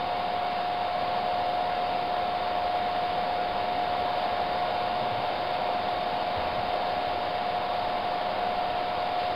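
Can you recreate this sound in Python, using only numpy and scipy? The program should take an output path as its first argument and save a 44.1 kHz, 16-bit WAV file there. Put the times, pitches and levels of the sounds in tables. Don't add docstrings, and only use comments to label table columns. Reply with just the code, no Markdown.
import sys
import numpy as np
from scipy import signal
from scipy.fft import rfft, irfft
from scipy.io import wavfile
from scipy.ndimage import uniform_filter1d

SR = 44100
rng = np.random.default_rng(int(sys.argv[2]) if len(sys.argv) > 2 else 0)


def log_audio(samples):
    frames = np.atleast_2d(samples).T
    limited = np.clip(frames, -1, 1)
    pcm = np.round(limited * 32767).astype(np.int16)
    wavfile.write(sys.argv[1], SR, pcm)


N = 412335


def gain_of(db):
    return 10 ** (np.asarray(db) / 20)


def evened(x):
    return x / np.sqrt(np.mean(x ** 2) + 1e-20)


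def add(mix, start_s, sound):
    part = mix[round(start_s * SR):][:len(sound)]
    part += sound[:len(part)]


def wander(fastest_hz, count=24):
    t = np.arange(0, N + 400, 200) / SR
    slow = 0
    for hz in np.geomspace(.06, fastest_hz, count):
        slow = slow + np.sin(2 * np.pi * (hz * t + rng.random())) / np.sqrt(hz)
    return np.interp(np.arange(N) / SR, t, evened(slow))


# (pitch_hz, level_db per Hz)
AIR_COLOUR = [(14, -76), (45, -83.5), (75, -70.5), (140, -73), (220, -69.5), (420, -69), (520, -62),
              (780, -59), (900, -64.5), (1130, -65), (1200, -71.5), (2300, -74.5), (3800, -77), (4800, -81)]
# (pitch_hz, width_hz as two standard deviations, lift_db)
RIPPLES = [(208, 18, 2), (278, 15, 1), (417, 25, -1.5), (528.4, 25, 3.5), (542, 9.4, -5), (560, 20, -2.5),
           (808, 27, -1), (938, 9.1, 4.5), (1180, 28, -1.5), (1190, 20, 4), (1380, 24, 2.5), (1464, 20, -2),
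           (1470, 25, 2.5), (1500, 30, -1.5), (1600, 40, -1.5), (1665, 40, 2.5), (1665, 27, -1.5),
           (1830, 19, -1), (1983, 36, -3.5), (2220, 110, 1.5), (2470, 91, -2), (3010, 60, -2.5),
           (3070, 77, 3), (3240, 54, -1), (3800, 150, 0.5), (4000, 160, -2), (4700, 82, 2.5)]


def air(patchy_db=.5, swell_db=0.41):
    size, hop = 4096, 1024
    frames, hz = N // hop + 5, np.fft.rfftfreq(size, 1 / SR)
    real, imaginary, patches = rng.standard_normal((frames, len(hz), 3)).T
    patches = uniform_filter1d(patches, size=40, axis=0)
    patches = evened(uniform_filter1d(patches, size=4, axis=1))

    colour_hz, level_db = np.transpose(AIR_COLOUR)
    colour_db = np.interp(np.log(hz + 1), np.log(colour_hz), level_db)
    for centre_hz, width_hz, lift_db in RIPPLES:
        colour_db = colour_db + lift_db * np.exp(-2 * ((hz - centre_hz) / width_hz) ** 2)

    swell = np.resize(wander(3.4)[::hop], frames)
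    white = (real + 1j * imaginary) * gain_of(patchy_db * patches + swell_db * swell)
    overlap = size - hop
    white_rms = signal.istft(white, nperseg=size, noverlap=overlap)[1].std()
    scale = np.sqrt(SR / 2) / white_rms
    rush = signal.istft(white * gain_of(colour_db)[:, None], nperseg=size, noverlap=overlap)[1]
    return scale * rush[:N]


def low_note(pitch_hz, level_db, rise_s, t60_s):
    t = np.arange(SR) / SR
    swell = np.sin(np.pi / 2 * np.minimum(t / rise_s, 1)) ** 2
    ring = gain_of(level_db - 60 * np.maximum(t - rise_s, 0) / t60_s)
    return swell * ring * np.sin(2 * np.pi * pitch_hz * t)


def rumble():
    out = np.zeros(N)
    add(out, 3.4, low_note(pitch_hz=31, level_db=-46, rise_s=.14, t60_s=.5))
    return out


# (start_s, level_db as the peak of a 0 dB floor mode)
THUD_TIMES = [(6.37, -46), (7.79, -46), (8.48, -44.5)]
# (pitch_hz, level_db relative to the thud, t60_s)
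FLOOR_RINGS = [(18, 0, 1.9), (30, -2, .7)]


def thuds():
    out = np.zeros(N)
    for start_s, level_db in THUD_TIMES:
        for pitch_hz, mode_db, t60_s in FLOOR_RINGS:
            add(out, start_s, low_note(pitch_hz, level_db + mode_db, .045, t60_s))
    return out


# (start_s, pitch_hz, level_db at the peak)
DESK_KNOCKS = [(4.82, 105, -41), (4.93, 110, -44), (5.01, 122, -38), (5.11, 108, -35), (5.175, 120, -38),
               (6.365, 80, -35), (6.44, 84, -45), (6.5, 80, -43), (6.575, 115, -41)]


def knocks():
    rise_cycles, t60_cycles = 1.4, 24
    out = np.zeros(N)
    for start_s, pitch_hz, level_db in DESK_KNOCKS:
        add(out, start_s, low_note(pitch_hz, level_db, rise_cycles / pitch_hz, t60_cycles / pitch_hz))
    return out


# (start_s, level_db as rms before the decay)
PLASTIC_TICKS = [(9.194, -40), (9.229, -42), (9.258, -45), (9.3, -47)]


def ticks():
    t60_s = .25
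    out, t = np.zeros(N), np.arange(SR // 5) / SR
    band = signal.butter(2, [2400, 4700], "bandpass", fs=SR, output="sos")
    noises = rng.standard_normal((len(PLASTIC_TICKS), len(t)))
    for (start_s, level_db), noise in zip(PLASTIC_TICKS, noises):
        burst = evened(signal.sosfilt(band, noise))
        add(out, start_s, burst * gain_of(level_db - 60 * t / t60_s))
    return out


WHISTLE_HZ = [99.6, 184.4, 199.9, 2771.1, 2835.7, 3631.0, 3645.8, 3660.6, 3690.9, 3718.5, 3769.7, 4005.2,
              4094.7, 4159.3]
# level_db (rms, before flutter)
WHISTLE_DB = [-57.5, -56.5, -60.5, -62.5, -66.5, -69, -65, -54, -69, -66, -68, -72, -63.5, -70.5]


def whistles():
    t = np.arange(N) / SR
    out = np.zeros(N)
    for pitch_hz, level_db in zip(WHISTLE_HZ, WHISTLE_DB):
        level = np.sqrt(2) * gain_of(level_db + .6 * wander(4.0))
        out += level * np.sin(2 * np.pi * (pitch_hz * t + rng.random()))
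    return out


def fan(shaft_hz, tones, drift=6e-5, flutter_db=0.98):
    turns = np.cumsum(shaft_hz * (1 + drift * wander(1.5))) / SR
    out = np.zeros(N)
    for multiple, level_db in tones:
        level = np.sqrt(2) * gain_of(level_db + flutter_db * wander(7.3))
        out += level * np.sin(2 * np.pi * (round(multiple) * turns + rng.random()))
    return out


# (start_s, shaft_hz in turns a second, level_db relative to full speed)
SMALL_FAN_RUN = [(0, 78.0, -6), (.7, 78.2, -6), (1.05, 78.62, 0), (2.2, 78.61, 0), (3.2, 78.53, 0),
                 (9.4, 78.535, 0)]
# (multiple of the shaft speed, level_db as rms at full speed, before flutter)
SMALL_FAN_TONES = [(1, -59), (2, -62.5), (5, -66), (6, -53.5), (7, -54.5), (8, -42.5), (9, -58.5),
                   (10, -54), (11, -55.5), (12, -56.5), (16, -67), (24, -67)]


def small_fan():
    start_s, shaft_hz, level_db = np.transpose(SMALL_FAN_RUN)
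    t = np.arange(N) / SR
    return gain_of(np.interp(t, start_s, level_db)) * fan(np.interp(t, start_s, shaft_hz), SMALL_FAN_TONES)


# (multiple of the shaft speed, level_db rms before flutter)
BIG_FAN_TONES = [(1, -75), (7, -58), (8, -57.5), (10, -56), (11, -52.5), (13, -31), (14, -51), (15, -47.5),
                 (16, -51), (24, -53.5), (26, -53.5), (39, -59.5), (52, -65.5), (65, -67.5), (67, -66.5)]


def big_fan():
    return fan(55.124, BIG_FAN_TONES)


def scene():
    background = air() + rumble() + thuds() + knocks() + ticks() + whistles()
    return (background + small_fan() + big_fan())[None]


def record(dry):
    hz = np.fft.rfftfreq(dry.shape[1], 1 / SR)
    treble_db = np.maximum(-30 * (np.maximum(hz - 4700, 0) / 900) ** 1.95, -80)
    narrow = irfft(rfft(dry) * gain_of(treble_db), dry.shape[1])

    slope = np.gradient(narrow, axis=1)
    steep = evened(np.sqrt(abs(uniform_filter1d(slope ** 2, size=9))))
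    hiss_level = (steep + .15) ** 1.12
    hiss = gain_of(-65.5) * evened(hiss_level * rng.standard_normal(dry.shape))

    edge_hz, resting_level = 15720, -.0038
    edge = signal.firwin(1023, edge_hz, window=("kaiser", 9), fs=SR)
    return signal.oaconvolve(narrow + hiss, edge[None], "same") + resting_level


dry = scene()
out = record(dry)
log_audio(out)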